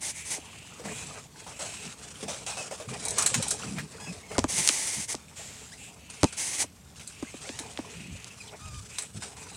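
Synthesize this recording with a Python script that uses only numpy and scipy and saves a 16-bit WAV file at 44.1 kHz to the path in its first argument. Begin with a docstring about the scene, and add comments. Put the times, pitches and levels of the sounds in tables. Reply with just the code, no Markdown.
"""Ferret kits in a straw nest

Newborn kits squeak faintly in a wooden nest box, close to a hand-held camera's microphone.
Squeaks are harmonic stacks and one creak is pulsed; breathy puffs are noise in two bands. Straw is gritty
noise, ticks and snaps; dry slides are dense fine grains. Knocks and clicks are falling tones that reach the
microphone through the box and the camera body. Soft bumps are resonant noise over the room's low hush."""
import sys
import numpy as np
from scipy import signal
from scipy.fft import rfft, irfft, next_fast_len
from scipy.io import wavfile
from scipy.ndimage import uniform_filter1d, map_coordinates

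SR = 44100
rng = np.random.default_rng(int(sys.argv[2]) if len(sys.argv) > 2 else 0)


def unload_wav(signal):
    """Save mono or channel-first audio to the path in sys.argv[1] as 16-bit WAV at rate SR, clipped to [-1, 1]."""
    wavfile.write(
        sys.argv[1],
        SR,
        np.round(np.clip(np.atleast_2d(signal).T, -1, 1) * 32767).astype(np.int16),
    )


N = 421596  # length in samples

# knocks on a thin panel: [t/s, level/dB, pitch drop f/Hz]
PANEL_KNOCKS = [(0.38, -31.5, 617), (4.3817, -9.5, 1460), (4.3884, -14.5, 1086), (4.441, -12.5, 1960),
                (4.694, -24.5, 830), (5.144, -22.5, 934), (6.2319, -8, 1936), (6.242, -8.5, 1300),
                (6.64, -29, 883), (7.226, -21, 454), (7.341, -29.5, 497), (7.493, -27, 540),
                (7.603, -31, 298), (7.789, -20.5, 650)]

TOP_HZ = 15900  # the microphone's band limit
BOUT_ATTACK_S = 0.016  # a bout of wriggling and the creaky cry both start briskly
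STROKE_RELEASE_S = 0.01  # sliding strokes and the creaky cry both stop short


def kits():
    """The nearest kits squeak; the longer a cry, the more its pitch arches."""
    # single squeaks: [t/s, length/s, middle f/Hz, rise from start to end f/Hz, level/dB, overtone level/dB]
    cries = [(2.516, 0.036, 2500, -150, -48, -14), (2.569, 0.068, 2600, -130, -44.5, -11),
             (3.67, 0.029, 2560, -300, -50, -15), (3.994, 0.081, 1690, 5, -49.5, 4),
             (4.06, 0.052, 2595, -170, -47, -10), (4.229, 0.031, 2180, 0, -52, -22),
             (4.281, 0.033, 1030, -120, -51, 7), (4.312, 0.038, 2160, -50, -50, -20),
             (5.717, 0.031, 1883, 698, -48, -2), (6.253, 0.04, 2500, -310, -51, -10),
             (7.267, 0.027, 2110, 200, -50.5, -17), (7.41, 0.18, 837, 470, -50, 9),
             (7.436, 0.044, 2170, 1502, -55, -16), (8.043, 0.037, 2560, -36, -53, -20),
             (8.305, 0.012, 2640, 0, -49, -20), (8.4, 0.023, 2450, -260, -45.5, -6),
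             (8.591, 0.125, 1257, 30, -53, -6), (8.706, 0.108, 1215, -40, -52.5, -4.5)]
    arch_share, full_arch_s = 0.064, 0.085  # drop of the ends below the middle, reached at this length
    out = np.zeros(N)
    for s, length, pitch_hz, rise_hz, db, overtones_db in cries:
        ends_hz = pitch_hz * (1 - arch_share * min(length / full_arch_s, 1) ** 2)
        start_hz, end_hz = ends_hz - rise_hz / 2, ends_hz + rise_hz / 2
        cry = squeak(length, start_hz, pitch_hz, end_hz, .018, overtones_db)
        add(out, s, amp(db) * cry)
    return out


def squeak(length, start_hz, middle_hz, end_hz, jitter, overtones_db=0, count=12):
    """One arched tone: a trembling harmonic stack through a tiny throat, each partial veiled in air."""
    # air that veils a squeak, most in low pressed cries: [pitch f/Hz, level/dB]
    hoarseness = [(800, -8), (1200, -14), (2600, -13)]
    # colour of the tiny throat: [f/Hz, level/dB]
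    throat = [(600, -34), (1200, -2.5), (2500, -1.5), (3600, -5), (5100, -1.5), (8200, -3), (14000, -31)]
    u = np.linspace(0, 1, max(int(length * SR), 200))

    def flutter():
        """Slow random tremble at rms 1."""
        return coloured(rng.standard_normal(len(u)), [(150, 0), (600, -40)])

    hoarse = amp(along(hoarseness, middle_hz))
    arch = np.polyval(np.polyfit([0, .5, 1], [start_hz, middle_hz, end_hz], 2), u)
    pitch = arch * (1 + jitter * hoarse * flutter())
    k = np.arange(1, count + 1)[:, None]
    air = hoarse * np.array([flutter() + 1j * flutter() for _ in k])
    voice = np.imag((1 + air) * np.exp(2j * np.pi * k * np.cumsum(pitch) / SR))
    partials = amp(along(throat, k * pitch)) * (k * pitch < TOP_HZ) * voice
    stack = (partials * amp(overtones_db * (k > 1))).sum(0)
    return unit(stack * np.abs(np.sin(np.pi * u)) ** .5)


def rasp():
    """A kit creaks: uneven pulses in breath noise, slowing from a buzz to a rattle, ring its throat."""
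    # colour of the creak, strongest at the top of the throat: [f/Hz, level/dB]
    creak_colour = [(700, -14), (2500, -5.5), (5800, -9), (7500, 1), (9000, -10.5), (14000, -29)]
    start_s, length_s, level_db = 5.35, 0.35, -43
    start_hz, end_hz = 599, 100.7  # the pulses slow down as the air runs out
    out = np.zeros(N)
    strength = effort(length_s, BOUT_ATTACK_S, STROKE_RELEASE_S, sag_db_per_s=21.5)
    u = np.minimum(np.arange(len(strength)) / SR / length_s, 1)
    rate = start_hz * (end_hz / start_hz) ** u * (1 + .5 * rng.standard_normal(len(u)))
    pulses = np.diff(np.floor(np.cumsum(rate) / SR), prepend=0)
    breath = 2.0 * rng.standard_normal(len(u))
    add(out, start_s, amp(level_db) * strength * coloured(unit(pulses) + breath, creak_colour))
    return out


def breathy_puffs():
    """Breathy puffs of noise in two bands, the lower one around a faint wavering tone."""
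    # breathy puffs: [t/s, length/s, level/dB, upper band level/dB, pitch f/Hz]
    puffs = [(0.119, 0.17, -44, -2, 2290), (0.291, 0.52, -50.5, -11, 2695), (0.847, 0.22, -41.5, 1, 2505),
             (1.504, 0.43, -45, -1, 2570), (5.775, 0.14, -45, 0.5, 2650), (5.971, 0.74, -51, -14, 2584),
             (7.069, 0.35, -51.5, -7, 2630), (7.718, 0.67, -50.5, -31, 2545), (8.474, 0.03, -47, -19, 3350),
             (8.891, 0.18, -46, -1, 2540), (9.377, 0.076, -48, 7, 2530)]
    out = np.zeros(N)
    for s, length, db, upper_db, pitch_hz in puffs:
        def bands(hz):
            """The band at the puff's pitch and the upper one."""
            lower = resonance(hz, pitch_hz, width_hz=1250) ** 2
            return lower + amp(upper_db) * resonance(hz, 7560, width_hz=1900) ** 2

        tone = squeak(length, pitch_hz, pitch_hz, pitch_hz, jitter=0.1356, count=1)
        add(out, s, amp(db - 4.0) * (swell(length, bands) + amp(-7.5) * tone))
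    return out


def straw(crisp, dull):
    """Crawling bodies bend stalks (crisp ticks) and scuff the packed bedding (dull grains)."""
    # pushes into the bedding: [t/s, length/s, crisp level/dB, dull level/dB, clump f/Hz]
    pushes = [(0.793, 0.055, -66, -38.5, 480), (0.851, 0.047, -61, -35.5, 674),
              (1.464, 0.04, -55, -39, 750), (1.59, 0.091, -43, -35.5, 640), (2.227, 0.021, -41.5, -33, 446),
              (2.28, 0.075, -38, -33, 600), (2.463, 0.085, -38, -35, 780), (2.569, 0.069, -41.5, -35, 650),
              (2.709, 0.043, -44, -33.5, 580), (2.799, 0.046, -48, -35.5, 530),
              (3.176, 0.064, -37, -27, 1130), (3.591, 0.1, -56, -42, 930), (3.783, 0.025, -45, -30.5, 1760),
              (4.315, 0.028, -51, -41, 930), (6.099, 0.017, -47, -49, 600), (6.324, 0.028, -41, -51, 500),
              (6.995, .03, -53, -42, 2430), (9.221, 0.036, -40.5, -39, 870)]
    # colour of the loose stalks: [f/Hz, level/dB]
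    stalk_colour = [(710, -11), (1200, -5.5), (1910, -8), (2600, -4.5), (4650, -5), (8170, -1),
                    (10400, -10.5), (11800, -37.5), (16000, -55)]
    # colour of the packed bedding: [f/Hz, level/dB]
    bedding_colour = [(350, -9.5), (430, 8), (520, -3.5), (650, 1), (900, -2), (1600, -11.5), (2500, -4.5),
                      (4000, -39)]
    # the stalks stir fairly evenly; the bedding gives way in jerks
    crisp = crisp * amp(-1.5 + 2.3 * wobble(70))
    dull = dull * amp(-1.0 + 4.2 * wobble(40))
    clumps = np.zeros(N)
    # each push of a leg gives way quickly, settles slowly and shakes a clump with its own pitch
    for s, length, crisp_db, dull_db, clump_hz in pushes:
        u = np.arange(SR // 4) / SR / max(length, .01)
        push = (1 - np.exp(-u / 0.019)) * np.exp(-u ** 2)
        clump = filtered(rng.standard_normal(len(u)), lambda hz: resonance(hz, clump_hz, clump_hz * 0.28))
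        add(crisp, s, amp(crisp_db) * push)
        add(clumps, s, amp(dull_db - 5.0) * push * unit(clump))
    stalks = coloured(patchy(grit(N, rate=1200, spread_db=6.0, share=0.39), depth_db=2.5), stalk_colour)
    bedding = coloured(patchy(grit(N, rate=200, spread_db=3.0, share=0.22), depth_db=3.5), bedding_colour)
    return crisp * stalks + dull * bedding + clumps


def wriggling():
    """Strength of the crisp rustle and of the dull scuffing; overlapping bouts add in power."""
    # bouts of wriggling in the straw: [t/s, length/s, crisp rustle level/dB, dull scuffing level/dB]
    bouts = [(0.339, 0.85, -52, -57), (0.831, 0.27, -43.5, -49.5), (1.345, 0.18, -48.5, -55.5),
             (1.587, 0.29, -42.5, -53.5), (1.976, 0.79, -47, -55.5), (2.873, 0.27, -41, -45.5),
             (3.145, 0.38, -37.5, -45.5), (3.565, 0.22, -44, -45.5), (3.89, 0.29, -47.5, -51.5),
             (4.296, 0.07, -44.5, -43), (5.13, 0.81, -56, -62), (6.08, 0.22, -49.5, -69),
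             (6.937, 0.52, -50.5, -64.5), (7.384, 0.62, -48.5, -53), (8.108, 0.94, -51, -60.5),
             (9.131, 0.15, -48.5, -54.5), (9.352, 0.27, -46.5, -54)]
    # the straw between bouts
    crisp, dull = np.full(N, amp(-59) ** 2), np.full(N, amp(-66.5) ** 2)
    for s, length, crisp_db, dull_db in bouts:
        # the negative sag lets a bout grow slightly until it settles
        bout = effort(length, BOUT_ATTACK_S, release_s=0.072, sag_db_per_s=-1.5)
        add(crisp, s, (amp(crisp_db) * bout) ** 2)
        add(dull, s, (amp(dull_db) * bout) ** 2)
    return np.sqrt(crisp), np.sqrt(dull)


def ticks(crisp, dull):
    """Single stalks flick free and ring briefly, low ones with the scuffing, high ones with the rustle."""
    ticks_per_s, tick_db, spread_db = 42, 12.5, 14
    decay_cycles = 23  # cycles in which a tick falls 60 dB
    low_hz, high_hz = 431, 9070  # thick packed stalks to thin loose ones
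    out, t = np.zeros(N), np.arange(SR // 16) / SR
    for when, thinness, chance in rng.random((int(ticks_per_s * N / SR), 3)):
        i = int(when * N)
        hz = low_hz * (high_hz / low_hz) ** thinness
        movement = dull[i] ** (1 - thinness) * crisp[i] ** thinness
        strength = movement * amp(tick_db + spread_db * (2 * chance - 1.5))
        ring = (1 - np.exp(-hz * t)) * amp(-60 * hz * t / decay_cycles)
        add(out, i / SR, strength * ring * np.sin(2 * np.pi * hz * t))
    return out


def snaps(crack_t60=0.031, shiver_t60=0.077):
    """A stalk gives way fibre by fibre and rings at its own pitches; its neighbours shiver to rest."""
    # snapping straws: [t/s, level/dB, body level against the crack/dB]
    breaks = [(3.052, -19.5, -38), (3.082, -20, -32), (3.1062, -22, -31), (3.183, -12, -23),
              (3.2226, -16.5, -21), (3.2611, -8, -15), (3.342, -14.5, -2), (3.4243, -18, -8),
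              (3.481, -19, -32), (3.5067, -11, -44), (7.0746, -29.5, -32), (7.589, -25.5, -5),
              (8.984, -20, -8), (9.0215, -29, -7)]
    # colour of the crack: [f/Hz, level/dB]
    crack_colour = [(900, -49), (1800, -11), (3000, -26), (4000, 2.5), (4800, -9.5), (6200, 1), (9200, 6),
                    (10400, 0), (11500, -11), (16000, -25)]
    out, t = np.zeros(N), np.arange(SR // 4) / SR
    decay = amp(-60 * t / crack_t60) + amp(-3.5) * amp(-60 * t / shiver_t60)
    shape = decay * (1 - np.exp(-t / 0.00073))
    for s, db, body_db in breaks:
        stalk_hz = 3500 + 5000 * rng.random(size=3)
        fibres = grit(len(t), rate=1800, spread_db=6, share=0.53)
        crack = filtered(fibres, lambda hz: 1 + sum(resonance(hz, c, width_hz=800) for c in stalk_hz))
        thud = unit(filtered(fibres, lambda hz: resonance(hz, 1850, width_hz=5400) ** 2))
        add(out, s, amp(db - 7.5) * shape * (coloured(crack, crack_colour) + amp(body_db) * thud))
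    return out


def slides():
    """Smooth dry friction: dense fine grains that wake a few broad resonances."""
    # colour of the grains: [f/Hz, level/dB]
    hiss_colour = [(180, -15), (300, -8.5), (380, -11.5), (856, -9.5), (1360, -15.5), (2100, -8.5),
                   (4230, -7.5), (8220, 0.5), (10000, -2.5), (11300, -18), (16000, -31)]
    # resonances woken by the friction: [f/Hz, width/Hz, level/dB]
    peaks = [(878, 100, -13.5), (2116, 520, -9), (6200, 860, -7.5)]
    grains = grit(N, rate=4200, spread_db=-4, share=0.59)
    body = filtered(rng.standard_normal(N),
                    lambda hz: sum(amp(db) * resonance(hz, c, w) ** 2 for c, w, db in peaks))
    friction = coloured(grains, hiss_colour) + amp(-7.5) * unit(body)
    return pressure() * amp(0.97 * wobble(53)) * friction


def pressure():
    """Strength of the sliding strokes, each losing pressure as it goes."""
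    # dry sliding strokes: [t/s, length/s, level/dB]
    strokes = [(0, 0.11, -32.5), (0.13, 0.094, -41.5), (0.235, 0.14, -37), (0.28, 0.071, -32),
               (4.472, 0.13, -31), (4.549, 0.5, -26.5), (5.07, 0.061, -31), (6.357, 0.23, -30.5),
               (6.576, 0.051, -24.5)]
    power = np.zeros(N)
    for s, length, db in strokes:
        stroke = effort(length, attack_s=0.022, release_s=STROKE_RELEASE_S, sag_db_per_s=19)
        add(power, s, (amp(db) * stroke) ** 2)
    return np.sqrt(power)


def knocks(last_hz=185, push_hz=85):
    """Bending waves spread as they travel: the highs arrive first and the pitch drops into a thud."""
    # modes of the knocked panel: [f/Hz, width/Hz, level/dB]
    modes = [(261, 88, 1), (612, 66, -7.5), (870, 270, -4)]
    out, t = np.zeros(N), np.arange(SR // 8) / SR
    ring = (1 - np.exp(-t / .0008)) * np.exp(-(t / .0095) ** 2)
    for s, db, drop_hz in PANEL_KNOCKS:
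        # softer knocks drop in pitch more slowly: the time doubles for every 16 dB
        glide_s = 0.002065 * 2 ** ((-10 - db) / 16)
        pitch = last_hz + drop_hz * np.exp(-t / glide_s)
        # reflections from the panel's edges roughen the glide
        scatter = unit(filtered(rng.standard_normal(len(t)), lambda hz: resonance(hz, 95, width_hz=1030) ** 2))
        wave = np.sin(2 * np.pi * np.cumsum(pitch) / SR + .5 * scatter)
        # hard knocks also shove the whole panel
        shove = amp(db + 6) * np.sin(2 * np.pi * push_hz * t)
        add(out, s, amp(db - 9.0) * (wave + shove) * ring)
    return filtered(out, lambda hz: 1 + 2 * sum(amp(db) * resonance(hz, c, w) for c, w, db in modes))


def clicks():
    """Lone clicks, and the contact that starts each knock, softened at the very top."""
    # lone sharp clicks: [t/s, level/dB, centre f/Hz]
    lone = [(4.3913, -14, 6060), (4.6753, -4.5, 8240), (4.689, -4.5, 7220), (4.693, -12.5, 3330),
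            (5.1506, -23, 6700), (7.4915, -26.5, 3480), (7.7745, -24, 3260), (8.2442, -27.5, 7380),
            (8.985, -23.5, 4450)]
    # the contact loses 1.7 dB for each dB of a softer knock
    contacts = [(s, -15 + 1.7 * (db + 10), 6870) for s, db, _ in PANEL_KNOCKS]
    out = np.zeros(N)
    for s, db, hz in list(lone) + contacts:
        add(out, s, amp(db) * click(hz))
    return filtered(out, lambda hz: 1 / (1 + (hz / 10700) ** 12))


def click(hz, rattle=0.3, rattle_s=0.0015):
    """A hard contact of peak about 1: a chirp falling through hz, then a short toneless rattle."""
    peak_s, octave_s = 0.000488, 0.000452  # rise time; time in which the pitch falls an octave
    t = np.arange(SR // 100) / SR
    pitch = hz * 2 ** ((peak_s - t) / octave_s)
    u = t / peak_s
    chirp = (u * np.exp(1 - u)) ** 2 * np.sin(2 * np.pi * (np.cumsum(pitch) / SR + rng.random()))
    tail = unit(filtered(rng.standard_normal(len(t)), lambda f: resonance(f, hz, hz / 2)))
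    return chirp + rattle * np.minimum(u, 2) * np.exp(-t / rattle_s) * tail


def box(x):
    """The short answer of the wooden walls: decaying noise, 4 ms late."""
    # decay of the box: [f/Hz, t60/s]
    decay = [(200, 0.049), (2000, 0.09), (8000, 0.22), (15000, 0.05)]
    hz, t, z = signal.stft(rng.standard_normal(SR // 3), SR, nperseg=256)
    tail = signal.istft(z * amp(-60 * t / along(decay, hz)[:, None]), SR, nperseg=256)[1]
    answer = np.pad(tail / np.linalg.norm(tail), (int(0.004 * SR), 0))
    return signal.fftconvolve(x, answer)[:N]


def background(dull):
    """Muffled bumps, resonant swells of noise, over the low hush of the room."""
    # soft bumps of bodies and hands: [t/s, length/s, level/dB, pitch f/Hz]
    bumps = [(0.839, 0.098, -43.5, 186), (1.844, 0.066, -46.5, 168), (2.223, 0.1, -45.5, 203),
             (2.863, 0.097, -41, 132), (3.344, 0.067, -32.5, 145), (3.617, 0.25, -39, 165),
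             (4.061, 0.07, -39.5, 166), (4.38, 0.12, -42, 89), (4.519, 0.12, -42.5, 160),
             (4.962, 0.05, -42.5, 159), (7.95, 0.22, -46, 163), (8.102, 0.07, -43, 88.5),
             (8.596, 0.25, -44.5, 78), (9.142, 0.065, -41, 130)]
    # colour of the room's hush: [f/Hz, level/dB]
    hush_colour = [(25, -26), (70, 0.5), (190, -3), (350, -16), (1500, -25), (12500, -30.5), (16000, -40)]
    out = amp(-54.0) * coloured(rng.standard_normal(N), hush_colour)
    for s, length, db, pitch_hz in bumps:
        add(out, s, amp(db) * swell(length, lambda hz: resonance(hz, pitch_hz, pitch_hz * .6) ** 2))
    # scuffing in the bedding also shakes the floor of the box
    floor = unit(filtered(rng.standard_normal(N), lambda hz: resonance(hz, 125, width_hz=253) ** 3))
    return out + amp(-2.0) * dull * floor


def effort(length, attack_s, release_s, sag_db_per_s):
    """Gain over one movement: it rises, sags (or grows, if negative) and dies away after its length."""
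    t = np.arange(int(length * SR) + SR // 2) / SR
    rise = 1 - np.exp(-(t / attack_s) ** 2)
    return rise * amp(-sag_db_per_s * t) * np.exp(-np.maximum(t - length, 0) / release_s)


def grit(size, rate, spread_db, share):
    """White friction noise in which a share of the power comes as tiny ticks of uneven size."""
    sizes = amp(spread_db * (2 * rng.random(size) - 1))
    specks = (rng.random(size) < rate / SR) * rng.choice([-1, 1], size) * sizes
    share = np.clip(share, 0, 1)
    return np.sqrt(share) * unit(specks) + np.sqrt(1 - share) * rng.standard_normal(size)


def patchy(x, depth_db):
    """x with a colour that keeps shifting, as ever different stalks rub, at rms 1."""
    z = signal.stft(x, nperseg=512)[2]
    across_pitch = uniform_filter1d(rng.standard_normal(z.shape), size=3, axis=0)
    field = uniform_filter1d(across_pitch, size=16, axis=1)
    return unit(signal.istft(z * amp(depth_db * unit(field)), nperseg=512)[1][:len(x)])


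def swell(length, response):
    """A short rounded swell of noise through a resonator, at rms 1."""
    u = np.linspace(0, 1, max(int(length * SR), 200))
    return unit(filtered(rng.standard_normal(len(u)), response) * np.abs(np.sin(np.pi * u)) ** .5)


def wobble(rate):
    """A smooth random curve, rate knots a second."""
    return map_coordinates(rng.standard_normal(int(N * rate / SR) + 4), [np.arange(N) * rate / SR])


def resonance(hz, centre_hz, width_hz):
    """Response of one damped mode."""
    return 1j * hz * width_hz / (centre_hz ** 2 - hz ** 2 + 1j * hz * width_hz)


def coloured(x, spectrum):
    """x filtered by the given spectrum, at rms 1."""
    return unit(filtered(x, lambda hz: amp(along(spectrum, hz))))


def filtered(x, response):
    """x times a response of frequency."""
    m = next_fast_len(len(x) + 8192)  # spare room so that the ringing does not wrap round
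    return irfft(rfft(x, m) * response(np.fft.rfftfreq(m, 1 / SR)), m)[:len(x)]


def along(points, hz):
    """(Hz, value) points read on a log frequency axis."""
    f, v = np.transpose(points)
    return np.interp(np.log(hz + 1), np.log(f + 1), v)


def amp(db):
    """Decibels to gain."""
    return 10 ** (np.asarray(db) / 20)


def unit(x):
    """x at rms 1."""
    return x / np.sqrt(np.mean(x ** 2) + 1e-20)


def add(track, s, sound):
    """Mix a sound into the track at time s."""
    start = max(round(s * SR), 0)
    track[start:start + len(sound)] += sound[:max(N - start, 0)]


def scene():
    """Squeaks, snaps, ticks and contacts also wake the box walls; every source arrives directly too."""
    crisp, dull = wriggling()
    nest = kits() + snaps() + ticks(crisp, dull)
    contacts = clicks() + knocks()
    walls = amp(-8.5) * box(nest + amp(-7.0) * contacts)
    breath = breathy_puffs() + rasp()
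    friction = straw(crisp, dull) + slides()
    return (nest + contacts + walls + breath + friction + background(dull))[None]


def record(dry):
    """The camera's microphone thins the deepest bass and keeps nothing above its band limit."""
    low_cut = signal.butter(2, 40, "highpass", fs=SR, output="sos")  # corner in Hz
    thinned = signal.sosfilt(low_cut, dry)
    return np.array([filtered(channel, lambda hz: hz < TOP_HZ) for channel in thinned])


dry = scene()
out = record(dry)
unload_wav(out)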